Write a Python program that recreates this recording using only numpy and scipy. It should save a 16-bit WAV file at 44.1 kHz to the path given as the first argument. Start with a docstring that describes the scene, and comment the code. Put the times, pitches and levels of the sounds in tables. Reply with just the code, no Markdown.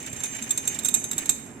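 """A steel magnet knocks against a glass of water as it spins on a small motor-driven stirrer.
It rubs and ticks on the bottom, knocks harder and harder, then runs free. Each impact gives a brief
crack and excites the short, bright modes of the magnet and the longer modes of the glass; sliding
friction adds a scrape. Beneath, the motor hums in its box and the swirling water glugs softly.
Near surfaces and the room reflect the impacts."""
import sys
import numpy as np
from scipy import signal
from scipy.fft import rfft, irfft
from scipy.io import wavfile

SR = 44100
rng = np.random.default_rng(int(sys.argv[2]) if len(sys.argv) > 2 else 0)


def int16_out(signal):
    """Quantize to a 16-bit WAV file."""
    q = np.round(np.clip(np.atleast_2d(signal).T, -1, 1) * 32767)
    wavfile.write(sys.argv[1], SR, q.astype(np.int16))


N = 70560
T = np.arange(N) / SR
RING_T = T[:SR // 2]   # time after a blow

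# Levels are relative; balance is left level minus right level.
# likeness of left and right in the noises: f/Hz, correlation
COHERENCE = [(30, 0.75), (150, 0.92), (300, 0.9), (550, 0.6), (1000, 0.1), (2500, 0.3), (5000, 0.2),
             (9000, 0.035)]
# partials of the motor's hum: f/Hz, level/dB
HUM_PARTIALS = [(117, -67), (232, -53.5), (269, -52.5), (403, -62.5)]
# rumble of the motor's box and the swirling water: f/Hz, spectral level/dB
RUMBLE_SPECTRUM = [(20, -28), (45, -8), (70, -6.5), (120, -2), (200, -2), (260, -2), (340, -3),
                   (550, -11.5), (850, -12.5), (1150, -16), (2300, -18.5), (4000, -41), (9000, -26),
                   (15000, -52)]
# envelope of hum and rumble: t/s, level/dB
MOTOR_ENVELOPE = [(0, 0), (.3, -1), (.45, -0.5), (.75, 2), (.9, 0), (1.22, 2.5), (1.38, -1), (1.6, 0)]
# low, soft glugs of the swirling water: t/s, f/Hz, peak level/dB
WATER_GLUGS = [(0.126, 115.2, -38), (0.408, 228.2, -35.5), (0.961, 233.4, -38.5), (1.136, 148.8, -41),
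               (1.281, 187.4, -41.5)]
# how hard the magnet rubs on the bottom: t/s, level/dB
RUB_FORCE = [(0, 1), (.09, -1), (.19, 1.5), (.33, 3.5), (.43, 3), (.54, -4.5), (.75, 3.5), (1.05, -4),
             (1.17, 2), (1.31, -5.5), (1.38, -6), (1.6, -15.5)]
# colour of the scrape: f/Hz, spectral level/dB
SCRAPE_SPECTRUM = [(450, -7.5), (850, -6.5), (1100, -12.5), (1450, -7), (1780, 2.5), (2030, -2.5),
                   (2330, 4.5), (2720, -3.5), (2980, 1.5), (3300, -11.5), (3700, -10.5), (4700, -14.5),
                   (5600, -9.5), (6300, -11), (6650, 1), (7400, -8), (8600, -15.5), (9400, -9),
                   (10500, -19), (15000, -25)]
# crack of a contact: f/Hz, spectral level/dB
CRACK_SPECTRUM = [(150, -6), (400, -12), (800, -8.5), (1300, -8.5), (2700, -7.5), (3300, -8), (3700, -1),
                  (4150, -3), (4700, -13.5), (5600, -5.5), (6500, -0.5), (7500, 4), (8700, -4),
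                  (10500, -11), (12500, -10.5), (16000, -25)]
# long ring of the glass: f/Hz, level/dB, T60/s, balance/dB
GLASS_MODES = [(2473, -31.5, .3, 1.5), (6231, -26.5, 0.23, 41), (6352, -12.5, 0.23, -2),
               (6454, -18, 0.23, 26), (7040, -22, 0.16, -21), (7757, -32, 0.14, -12), (8340, -32, 0.22, -2),
               (9300, -22, 0.083, -24), (10320, -32.5, 0.22, 0), (12208, -48, 0.19, -6)]
# short, bright ring of the magnet on the glass: f/Hz, level/dB, T60/s, balance/dB
MAGNET_MODES = [(3705, -16, 0.04, 0), (7616, -0.5, 0.041, -2), (9530, -19.5, 0.048, -9),
                (11504, -17.5, 0.045, -2), (13250, -27, 0.027, -3), (15000, -29, 0.076, 2),
                (15410, -22.5, 0.035, -2)]
# light impacts: t/s, level/dB, glass ring/dB
LIGHT_TICKS = [(.001, -33.5, 7.5), (.027, -32.5, 3), (.062, -24.5, -5.5), (.128, -25, -7), (.162, -29, 4.5),
               (.195, -31, -3), (.203, -26, 0), (.323, -33, -3), (.345, -39, -5), (.364, -28, 0),
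               (.439, -28, 3), (.492, -28.5, 2), (.652, -31, 9), (.745, -23, -5), (1.13, -23, -11),
               (1.46, -40, 4)]
# hard impacts: t/s, level/dB, shift of the magnet's modes/Hz, glass ring/dB, crack/dB, balance/dB
HARD_KNOCKS = [(.2348, -20, -130, 3.5, -11.5, -18), (.241, -26.5, -120, 6, -10.5, 13),
               (0.256, -24.5, -110, -22, -11, -3), (0.423, -24, -90, 3, -7.5, -1.5),
               (0.507, -9, -110, -7.5, -16, -3.5), (.575, -13.5, -62, -3, -11, -3),
               (0.6706, -47, -88, -5, 14, 0), (0.675, -10, -52, -2.5, -19.5, -5),
               (0.7879, -17, -58, -20, -10, -4), (0.8333, -27, -13.5, -14, -17, -26),
               (.847, -11.5, -8, -4, -17, -6.5), (0.8546, -16.5, 0, 6, -8, -6),
               (0.8843, -10, 10, -17, -16, -9), (.9398, -7.5, 11, -1, -17, -4.5),
               (0.945, -11, 4, -10, -21, -8), (1.0398, -18, 27, 1.5, -13, -4),
               (1.1121, -13, 13, -25, -14, -5), (1.1797, -12, 42, -5.5, -13, -2.5),
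               (1.187, -15.5, 50, -21, -26, -8), (1.2568, -21, 8, -4.5, -9.5, -4),
               (1.292, -5.5, -12, -7.5, -12.5, -4)]

BACKGROUND_BALANCE_DB, SCRAPE_BALANCE_DB, TICK_BALANCE_DB = -4.5, -8.5, -2.5
HUM_WAVER_DB, HUM_WANDER_FRACTION = 2.5, .013
RUMBLE_DB, RUMBLE_FLICKER_DB = -45, 1
SCRAPE_DB, SCRAPE_FLICKER_DB = -46, 3.38
CHATTER_PER_S, CHATTER_DB = 700, -44.5
MODE_SCATTER_DB, PHASE_SPREAD_TURNS = 0.96, 0.26
TICK_SHIFT_HZ, TICK_CRACK_DB = -110, -10.5
NEAR_DB, ROOM_DB = -10.5, -12


def from_db(db):
    """Amplitude grows tenfold for every 20 dB."""
    return 10 ** (np.asarray(db) / 20)


def pan(balance_db):
    """A level difference places a source: left and right gains with mean 1."""
    gains = from_db(np.array([[balance_db], [-balance_db]]) / 2)
    return gains / gains.mean()


def rms_one(x):
    """Normalisation to unit mean power."""
    return x / np.sqrt(np.mean(x ** 2) + 1e-20)


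def at_hz(points, hz):
    """Interpolation of a spectrum on a logarithmic frequency axis."""
    f, value = np.transpose(points)
    return np.interp(np.log(hz + 1), np.log(f), value)


def decay(t60):
    """Damping: amplitude falls exponentially, by 60 dB in t60 seconds."""
    return np.exp(-np.log(1000) * RING_T / t60)


def drift(corner_hz):
    """Low-pass filtering of white noise gives a slow random fluctuation of rms 1."""
    pole = np.exp(-2 * np.pi * corner_hz / SR)
    slow = signal.lfilter([1], [1, -2 * pole, pole * pole], rng.standard_normal(2 * N))
    return rms_one(slow[N:])


def noise(spectrum):
    """Partially coherent stereo noise of a given spectrum, more alike in the bass; rms 1."""
    hz = np.fft.rfftfreq(N, 1 / SR)
    mid, side = rfft(rng.standard_normal((2, N)))
    alike = at_hz(COHERENCE, hz)
    stereo = np.sqrt(1 + alike) * mid + np.sqrt(1 - alike) * side * [[1], [-1]]
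    return rms_one(irfft(from_db(at_hz(spectrum, hz)) * stereo, N))


def reflections(x, t60, delay_s):
    """Diffuse reverberation: convolution with a delayed, decaying noise, independent in each channel."""
    tail = rng.standard_normal((2, len(RING_T))) * decay(t60) * (RING_T > delay_s)
    return signal.fftconvolve(x, rms_one(tail) / np.sqrt(len(RING_T)), axes=1)[:, :N]


def motor():
    """Forced vibration: the motor's partials waver over the broadband rumble of box and water."""
    warped_time = np.cumsum(1 + HUM_WANDER_FRACTION * drift(11.96)) / SR
    hum = 0
    for hz, db in HUM_PARTIALS:
        amplitude = np.sqrt(2) * from_db(db + HUM_WAVER_DB * drift(17))
        hum += amplitude * np.sin(2 * np.pi * (hz * warped_time + rng.random()))
    rumble = from_db(RUMBLE_DB + RUMBLE_FLICKER_DB * drift(21)) * noise(RUMBLE_SPECTRUM)
    envelope = from_db(np.interp(T, *np.transpose(MOTOR_ENVELOPE)))
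    return envelope * pan(BACKGROUND_BALANCE_DB) * (hum + rumble)


def glugs(rise_s=0.01):
    """Damped oscillation: bubbles in the swirling water give low, soft glugs that swell and die away."""
    out = 0
    for onset, hz, db in WATER_GLUGS:
        age = np.maximum(T - onset, 0) / rise_s
        swell = age * np.exp(1 - age)
        out += from_db(db) * swell * np.sin(2 * np.pi * (hz * T + rng.random()))
    return pan(BACKGROUND_BALANCE_DB) * out


def mode(hz, db, t60):
    """Free vibration of one mode: a damped sinusoid whose strength and phase vary from blow to blow."""
    phase = rng.random() + PHASE_SPREAD_TURNS * (2 * rng.random((2, 1)) - 1)
    amplitude = from_db(db + MODE_SCATTER_DB * (2 * rng.random() - 0.5))
    return amplitude * decay(t60) * np.sin(2 * np.pi * (hz * RING_T + phase))


def ring(shift_hz, glass_db, contact_s=0.0011):
    """Superposition: the modes of magnet and glass build up during a contact and ring together."""
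    magnet = sum(pan(balance) * mode(hz + shift_hz, db, t60) for hz, db, t60, balance in MAGNET_MODES)
    glass = sum(pan(balance) * mode(hz, db + glass_db, t60) for hz, db, t60, balance in GLASS_MODES)
    return (magnet + glass) * (1 - np.exp(-RING_T / contact_s))


def rubbing():
    """Sliding friction: the magnet scrapes, and its many tiny contacts keep it and the glass ringing."""
    force = from_db(np.interp(T, *np.transpose(RUB_FORCE)))
    scrape_gain = from_db(SCRAPE_DB + SCRAPE_FLICKER_DB * drift(32.5)) * force
    scrape = scrape_gain * pan(SCRAPE_BALANCE_DB) * noise(SCRAPE_SPECTRUM)
    contacts = (rng.random(N) < CHATTER_PER_S / SR) * rng.standard_normal(N) * force
    chatter = signal.fftconvolve(contacts[None], ring(shift_hz=-110, glass_db=-5.5), axes=1)[:, :N]
    return scrape + from_db(CHATTER_DB) * pan(TICK_BALANCE_DB) * rms_one(chatter)


def knocks(crack_rise_s=0.001):
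    """Impact excitation: each knock or tick of the magnet gives a broadband crack and a modal ring."""
    out = np.zeros((2, N))
    crack_noise = noise(CRACK_SPECTRUM)
    burst = decay(t60=0.06) * (1 - np.exp(-RING_T / crack_rise_s))
    ticks = [(onset, db, TICK_SHIFT_HZ, glass_db, TICK_CRACK_DB, TICK_BALANCE_DB)
             for onset, db, glass_db in LIGHT_TICKS]
    for onset, db, shift_hz, glass_db, crack_db, balance in HARD_KNOCKS + ticks:
        start = int(onset * SR)
        crack = from_db(crack_db) * np.roll(crack_noise, -start, axis=1)[:, :len(RING_T)] * burst
        blow = from_db(db) * pan(balance) * (ring(shift_hz, glass_db) + crack)
        out[:, start:start + len(RING_T)] += blow[:, :N - start]
    return out


def scene():
    """Sound pressures add: the impacts, their early and late reflections, friction, motor and water."""
    direct = knocks()
    near = from_db(NEAR_DB) * reflections(direct, t60=0.052, delay_s=0.0012)
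    room = from_db(ROOM_DB) * reflections(direct, t60=0.54, delay_s=0.01)
    return direct + near + room + rubbing() + motor() + glugs()


def record(dry):
    """Soft saturation rounds the highest peaks; a steep low-pass filter removes the top of the treble."""
    ceiling, cutoff_hz = 0.79, 16300
    low_pass = signal.ellip(10, .1, 80, cutoff_hz, fs=SR, output="sos")
    return signal.sosfilt(low_pass, ceiling * np.tanh(dry / ceiling))


dry = scene()
out = record(dry)
int16_out(out)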